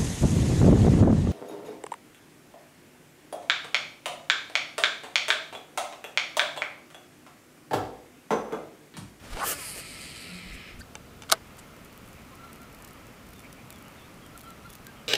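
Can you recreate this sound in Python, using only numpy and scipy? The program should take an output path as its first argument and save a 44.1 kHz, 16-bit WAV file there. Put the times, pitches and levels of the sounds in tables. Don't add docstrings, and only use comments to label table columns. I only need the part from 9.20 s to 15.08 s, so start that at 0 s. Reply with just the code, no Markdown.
import sys
import numpy as np
from scipy import signal
from scipy.fft import rfft, irfft
from scipy.io import wavfile
from scipy.ndimage import uniform_filter1d

SR = 44100
rng = np.random.default_rng(int(sys.argv[2]) if len(sys.argv) > 2 else 0)


def master(y):
    cut = np.clip(np.atleast_2d(y).T, -1, 1)
    pcm = np.round(cut * 32767)
    wavfile.write(sys.argv[1], SR, pcm.astype(np.int16))


N = 259308
T = np.arange(N) / SR


def from_db(db):
    return 10 ** (np.asarray(db) / 20)


def rms_one(x):
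    return x / np.sqrt(np.mean(x ** 2) + 1e-20)


def envelope(start, attack, hold, release):
    return np.interp(T, start + np.cumsum([0, attack, hold, release]), [0, 1, 1, 0])


def swell(s, length):
    return np.cos(np.pi * np.clip((T - s) / length, -.5, .5))


def swells(rows):
    return sum(from_db(db) * swell(s, length) for s, length, db in rows)


def saturate(x, power):
    return x ** power / np.sqrt(1 + x ** (2 * power))


def drift(rate):
    knots = rng.standard_normal(N // 8)
    return np.interp(T * rate, np.arange(len(knots)), knots) / np.sqrt(2 / 3)


def colour(x, spectrum):
    size = 8192
    hz, db = np.transpose(spectrum)
    log_hz = np.log(np.maximum(np.fft.rfftfreq(size, 1 / SR), 1))
    gain = rms_one(from_db(np.interp(log_hz, np.log(hz), db)))
    cepstrum = irfft(np.log(gain))
    cepstrum[1:size // 2] *= 2
    cepstrum[size // 2 + 1:] = 0
    return signal.fftconvolve(x, irfft(np.exp(rfft(cepstrum))))[:N]


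def noise(spectrum):
    return rms_one(colour(rng.standard_normal(N), spectrum))


def noise_band(hz, width):
    lowpass = signal.butter(2, width / 2, fs=SR, output="sos")
    slow = signal.sosfilt(lowpass, rng.standard_normal((2, N)))
    phase = 2 * np.pi * np.cumsum(hz + np.zeros(N)) / SR
    return rms_one(slow[0] * np.cos(phase) + slow[1] * np.sin(phase))


def burst(s, t60):
    out, start, size = np.zeros(N), int(s * SR), SR // 8
    out[start:start + size] = rng.standard_normal(size) * np.exp(-np.log(1000) * T[:size] / t60)
    return out


def patter(clicks, t60):
    decay = np.exp(-np.log(1000) / (t60 * SR))
    return signal.lfilter([1], [1, -decay], clicks + 1e-18) * rng.standard_normal(N)


def resonate(x, hz, width):
    r, w = np.exp(-np.pi * width / SR), 2 * np.pi * hz / SR
    return signal.lfilter(np.array([1, 0, -1]) * (1 - r * r) / 2, [1, -2 * r * np.cos(w), r * r], x)


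def ring(clicks, hz, t60):
    r, w = from_db(-60 / (t60 * SR)), 2 * np.pi * hz / SR
    return signal.lfilter([0, np.sin(w)], [1, -2 * r * np.cos(w), r * r], clicks + 1e-18)


def strike(clicks, modes):
    return sum((-1) ** k * from_db(db) * ring(clicks, hz, t60) for k, (hz, db, t60) in enumerate(modes))


def soften(x, hz):
    r = np.exp(-2 * np.pi * hz / SR)
    return signal.lfilter([(1 - r) ** 2], [1, -2 * r, r * r], x + 1e-18)


def touches(rows):
    pushes = sum(from_db(db) * soften(signal.unit_impulse(N, int(s * SR)), hz) for s, db, _, hz in rows)
    scuffs = sum(from_db(db) * soften(burst(s, t60), hz) for s, db, t60, hz in rows)
    return pushes, scuffs


# f/Hz, relative level/dB
AIR_COLOUR = [(12, -27), (20, -6), (70, 1), (190, 0.5), (255, 0), (328, -5), (678, -9), (900, -14),
              (1150, -12), (1310, -8), (1550, -15), (2910, -17.5), (3740, -21.5), (9400, -26.5),
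              (15500, -29)]
def open_air(level_db=-49):
    return from_db(level_db) * noise(AIR_COLOUR)


# centre t/s, length/s, strongest partial f/Hz, level/dB
HONKS = [(0.125, 0.043, 1210, -48), (1.106, 0.06, 1400, -50.5), (3.134, 0.054, 1062, -51),
         (3.248, 0.15, 1353, -46), (3.42, 0.13, 1365, -52.5), (5.158, 0.03, 1370, -49.5),
         (5.294, 0.13, 1343, -47), (5.46, 0.059, 1370, -49), (5.691, 0.062, 1583, -49.5)]
# multiple of the fundamental, relative level/dB
HONK_PARTIALS = [(2, -1), (3, -21), (5, -29), (6, -19)]
def water_birds(waver, arch=0.043):
    out = np.zeros(N)
    flicker = from_db(2.6 * drift(50))
    for s, length, hz, db in HONKS:
        span = np.abs(T - s) < length / 2
        shape = swell(s, length)[span]
        fundamental_hz = hz / 2 * waver[span] * (1 + arch * (shape - .8))
        phase = 2 * np.pi * np.cumsum(fundamental_hz) / SR
        voice = sum(from_db(level) * np.sin(round(k) * phase) for k, level in HONK_PARTIALS)
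        out[span] += from_db(db) * flicker[span] * shape * voice
    return out


# centre t/s, f/Hz, slur/(Hz per s)
SONG_NOTES = [(4.181, 3600, -3000), (4.555, 3400, -5000), (4.674, 2910, 5500), (4.8, 3520, -6500),
              (4.84, 3540, 8000.5), (5.05, 3190, -1400), (5.26, 3180, -4000), (5.516, 3460, 902),
              (5.795, 3110, -4600)]
def songbird(waver, note_s=0.089, level_db=-58.5, warble_hz=70, warbles_per_s=45):
    out = np.zeros(N)
    warble = warble_hz * np.sin(2 * np.pi * warbles_per_s * T)
    for s, hz, slur in SONG_NOTES:
        pitch = (hz + slur * (T - s) + warble) * waver
        out += from_db(level_db) * swell(s, note_s) * np.sin(2 * np.pi * np.cumsum(pitch) / SR)
    return out


# t/s, level/dB
RUSTLE_LEVEL = [(0.0, -53.5), (0.08, -49.5), (0.15, -45.5), (0.2, -38.5), (0.26, -59)]
# f/Hz, relative level/dB
CLOTH_COLOUR = [(100, 0), (400, 4.5), (900, 2.5), (1800, 2), (3000, -1), (7000, -9), (9000, -8.5),
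                (15000, -22)]
def sleeve(fade_s=0.053):
    times, db = np.transpose(RUSTLE_LEVEL)
    gate = np.clip(np.minimum(T - times[0], times[-1] - T) / fade_s + 1, 0, 1)
    rubbing = from_db(np.interp(T, times, db) + 2.7 * drift(81.7))
    return rubbing * gate * noise(CLOTH_COLOUR)


# t/s, relative level/dB, scuff t60/s, treble corner f/Hz
TAPS = [(0.158, -51, 0.011, 2500), (0.1703, -23, 0.03, 2240), (0.199, -28, 0.02, 4000),
        (1.598, -50, 0.05, 12000), (1.7535, -29, 0.014, 12000), (2.0214, -35, 0.034, 14000),
        (2.035, -37, 0.024, 6000)]
# f/Hz, relative level/dB, t60/s
GRIP_MODES = [(487, -7, 0.026), (857, -7.5, 0.052), (1430, -3.5, 0.018), (1670, -13.5, 0.059),
              (2310, -1, 0.016), (2740, -9.5, 0.046), (3000, -3.5, 0.019), (3600, -11.5, 0.041),
              (4540, -16, 0.035), (6060, 0, 0.01), (7800, -6, 0.012), (9700, -7.5, 0.013)]
def handling(scuff_db=-9, plate_db=-3):
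    pushes, scuffs = touches(TAPS)
    scuffs = colour(scuffs, [(200, -29), (1400, -13), (3500, 8), (9500, 4), (13000, -12)])
    return from_db(plate_db) * strike(pushes, GRIP_MODES) + from_db(scuff_db) * scuffs


# f/Hz, width/Hz, level/dB
SQUEAK_BANDS = [(1540, 130, -50.5), (1820, 91, -50), (4620, 380, -49.5)]
# centre t/s, length/s, level/dB
CREAKS = [(2.423, 0.1, -61), (2.987, 0.098, -57.5), (4.253, 0.044, -50), (4.4, 0.071, -56),
          (4.527, 0.059, -56)]
def friction():
    squeak = sum(from_db(db) * noise_band(hz, width) for hz, width, db in SQUEAK_BANDS)
    creak = noise_band(hz=2330, width=380)
    return swell(1.615, 0.021) * squeak + swells(CREAKS) * creak


# f/Hz, relative level/dB
GEAR_COLOUR = [(500, 3), (1150, 8.5), (1340, 5.5), (1520, 2), (2100, 5.5), (2330, 5), (2600, 2),
               (2950, -0.5), (3700, -18), (8000, -19.5)]
def gears(level_db=-58, wander_db=1.74):
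    return from_db(level_db + wander_db * drift(3.97)) * noise(GEAR_COLOUR)


# t/s, relative level/dB
TICKS = [(2.7766, -32.5), (3.3304, -30), (3.4182, -35), (3.5475, -32.5), (3.6483, -27.5), (4.1936, -30),
         (4.3282, -28), (4.5046, -25), (4.682, -34), (5.1766, -27.5), (5.2137, -31), (5.305, -30),
         (5.5023, -30), (5.668, -22.5)]
# centre t/s, length/s, level/dB
WET_STRETCHES = [(3.67, 0.16, -60), (4.14, 0.17, -59.5), (4.55, 0.14, -60), (5.23, 0.12, -60),
                 (5.535, 0.089, -52.5)]
# f/Hz, relative level/dB
TICK_COLOUR = [(1500, -3), (3500, -3), (7500, 1), (10000, 1.5), (14000, 1.5), (16000, -2.5)]
def wet_line(tick_gain_db=-9, tick_t60=0.0092, faint_per_s=6, grains_per_s=130, crackle_db=-70):
    clear = sum(from_db(db) * burst(s, tick_t60) for s, db in TICKS)
    faint = from_db(-36) * patter(rng.random(N) < faint_per_s / SR, tick_t60)
    ticks = from_db(tick_gain_db) * (clear + faint)
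    landings = (rng.random(N) < grains_per_s / SR) * rng.standard_normal(N)
    crackle = (from_db(crackle_db) + swells(WET_STRETCHES)) * rms_one(patter(landings, t60=0.0018))
    return colour(ticks + crackle, TICK_COLOUR)


# t/s, relative level/dB, crack t60/s, treble corner f/Hz
CLUTCH_CONTACTS = [(2.0922, -23, 0.02, 4000), (2.099, -14, 0.027, 4200), (2.114, -20, 0.019, 12000),
                   (2.118, -1.5, 0.0094, 14000), (2.1222, 0.5, 0.0093, 15000), (2.1236, 4, 0.0056, 11000),
                   (2.127, -4, 0.0063, 10000), (2.1316, -14.5, 0.017, 6000), (2.138, -14.5, 0.005, 13000)]
# f/Hz, relative level/dB
CRACK_COLOUR = [(200, -46), (450, -6), (900, -16), (1350, -2.5), (1800, -2), (2700, -4), (3500, 0.5),
                (4500, 2.5), (5700, -2), (7400, -1), (8900, 4), (11000, -5), (15500, -12)]
# f/Hz, relative level/dB, t60/s
FRAME_MODES = [(344, -31.5, 0.028), (438, -30, 0.062), (488, -31, 0.047), (660, -26, 0.061),
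               (806, -27.5, 0.047), (990, -25.5, 0.054), (1150, -19, 0.036), (1303, -18, 0.03),
               (1520, -26.5, 0.05), (2180, -31, 0.057), (3730, -43, 0.023), (4590, -22, 0.0094),
               (9200, -24, 0.015)]
def clutch(crack_db=-7, scatter_db=-43, scatter_t60=0.19):
    pushes, cracks = touches(CLUTCH_CONTACTS)
    tail = sum(from_db(db + scatter_db) * burst(s, scatter_t60) for s, db, _, _ in CLUTCH_CONTACTS)
    scatter = colour(tail, [(200, -4), (600, 0), (1500, -3), (4000, -13), (15000, -35)])
    return from_db(crack_db) * colour(cracks, CRACK_COLOUR) + strike(pushes, FRAME_MODES) + scatter


# centre t/s, length/s, f/Hz, level/dB
PUFFS = [(0.14, 0.091, 27, -35.5), (1.32, 0.15, 52, -42), (1.577, 0.13, 45, -42.5)]
def arm_puffs():
    return sum(from_db(db) * swell(s, length) * np.tanh(noise_band(hz, 44)) * np.sqrt(2)
               for s, length, hz, db in PUFFS)


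def rod(top_hz=1138, top_db=-26.5, spread=.28, buzz_db=-51):
    tip_speed = envelope(start=0.09, attack=0.147, hold=0, release=0.05)
    eddies = sum(np.exp(-place ** 2 / 4) * noise_band(top_hz * tip_speed * np.exp(spread * place), 260)
                 for place in np.linspace(-2, 2, num=9))
    swish = from_db(top_db) * tip_speed ** 3.8 * rms_one(eddies)
    buzz = from_db(buzz_db) * swell(1.21, 0.54) * noise_band(hz=181, width=11)
    return swish + buzz


# centre t/s, length/s, level/dB
FLURRIES = [(0.285, 0.12, -30.5), (0.39, 0.29, -43.5), (0.58, 0.087, -41.5), (0.79, 0.18, -56)]
# f/Hz, relative level/dB
SLAP_COLOUR = [(150, -27), (300, 1.5), (600, 6.5), (950, -8.5), (1270, 6.5), (1500, -4), (1740, 8),
               (2000, -11), (2880, 3), (3800, -7), (9000, 2), (12000, -3), (14500, -6), (15600, -10)]
def coils(spit_db=-35.5):
    slap = swells(FLURRIES)
    spit = from_db(spit_db) * (slap / slap.max()) ** 2 * noise_band(hz=13400, width=1700)
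    return slap * noise(SLAP_COLOUR) + spit


# f/Hz, relative level/dB
LINE_COLOUR = [(3500, 1), (5600, -0.5), (6600, 4.5), (7600, 6.5), (9000, 6.5), (10800, 1.5), (12300, 1),
               (13500, -9), (15500, -39)]
# centre t/s, length/s, high band level/dB, low band level/dB
SINGS = [(0.488, 0.23, -41, -51), (1.065, 0.27, -56.5, -52.5)]
def guides(speed, shake, low_hz=4877, high_hz=9370, hiss_knee=136, slide_knee=97):
    sag = (speed / speed.max()) ** 0.11
    spray = from_db(-48) * rms_one(colour(shake, LINE_COLOUR))
    high_band = from_db(-50) * noise_band(high_hz * sag, width=1500)
    hiss = saturate(speed / hiss_knee, 3) * (spray + high_band)
    sing_high = swells([(s, length, high) for s, length, high, _ in SINGS])
    sing_low = swells([(s, length, low) for s, length, _, low in SINGS])
    slide = from_db(-50.5) * saturate(speed / slide_knee, 3)
    low_band = np.hypot(slide, sing_low) * noise_band(low_hz * sag, width=900)
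    return hiss + low_band + sing_high * noise_band(hz=9800, width=3100)


# centre t/s, length/s, level/dB
BRUSHES = [(1.344, 0.046, -52.5), (1.602, 0.027, -50.5), (2.392, 0.025, -48)]
def slack_line():
    return swells(BRUSHES) * noise(LINE_COLOUR)


def rough_spots(turns, count=300):
    clicks = np.zeros(N)
    for size, place in rng.standard_normal((count, 2)):
        clicks[np.searchsorted(turns, np.arange(1, turns[-1] - 1) + place % 1)] += size
    return clicks / np.sqrt(uniform_filter1d(clicks ** 2, size=4000) + 1e-9)


def unbalance(turns):
    return sum(from_db(db) * (1 + 0.42 * drift(30.2)) * np.sin(2 * np.pi * order * turns)
               for order, db in enumerate([2, 0.5, -6.5, 1, 1, -3], 1))


# t/s, rate/(turns per s)
SPOOL_SPEED = [(0.17, 60), (0.25, 309), (0.38, 285), (0.47, 224), (0.6, 169), (1.05, 102), (1.52, 53.6),
               (1.65, 16)]
# f/Hz, width/Hz, relative level/dB
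REEL_RESONANCES = [(291, 330, -5.5), (600, 260, -17), (1316, 49, 2.5), (1740, 160, -2), (2104, 590, 2.5),
                   (2420, 630, 3), (2990, 540, -0.5), (3830, 670, -7), (5130, 580, -6)]
def spool(whir_db=-49, hum_db=-49, whine_db=-8, rub=1.5, wobble=.004, throb=0.37, top_order=133):
    speed = np.interp(T, *np.transpose(SPOOL_SPEED))
    pace = speed / speed.max()
    turns = np.cumsum(speed * (1 + wobble * drift(40))) / SR
    shakes = rough_spots(turns) + rub * rng.standard_normal((len(REEL_RESONANCES), N))
    body = np.zeros(N)
    for shake, (hz, width, db) in zip(shakes, REEL_RESONANCES):
        reach = saturate(top_order * speed / hz, 1.6)
        body += from_db(db) * reach * resonate(resonate(shake, hz, width), hz, width)
    bearing_whine = from_db(whine_db) * swell(1.2, .5) * noise_band(28 * speed, width=35)
    whir = from_db(whir_db) * pace ** 0.071 * (rms_one(body) + bearing_whine)
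    hum = from_db(hum_db) * pace ** 3.8 * unbalance(turns)
    jerks = (1 + throb * np.sin(2 * np.pi * turns)) * from_db(1.1 * drift(45.35))
    line = jerks * (guides(speed, shakes[0]) + coils())
    running = envelope(start=0.15, attack=0.053, hold=1.29, release=0.13)
    return running * (whir + hum + line)


def scene(wind_start_s=2.165, wind_attack_s=0.11):
    waver = 1 + 0.0092 * drift(150)
    lake = open_air() + water_birds(waver) + songbird(waver)
    cast = sleeve() + handling() + arm_puffs() + rod() + slack_line() + spool()
    winding = np.clip((T - wind_start_s) / wind_attack_s, 0, 1)
    retrieve = winding * (gears() + wet_line())
    return (lake + cast + friction() + clutch() + retrieve)[None]


def record(dry, ceiling=.85, cutoff_hz=15450):
    limited = dry / (1 + (dry / ceiling) ** 6) ** (1 / 6)
    return signal.sosfilt(signal.ellip(10, .1, 80, cutoff_hz, fs=SR, output="sos"), limited)


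dry = scene()
out = record(dry)
master(out)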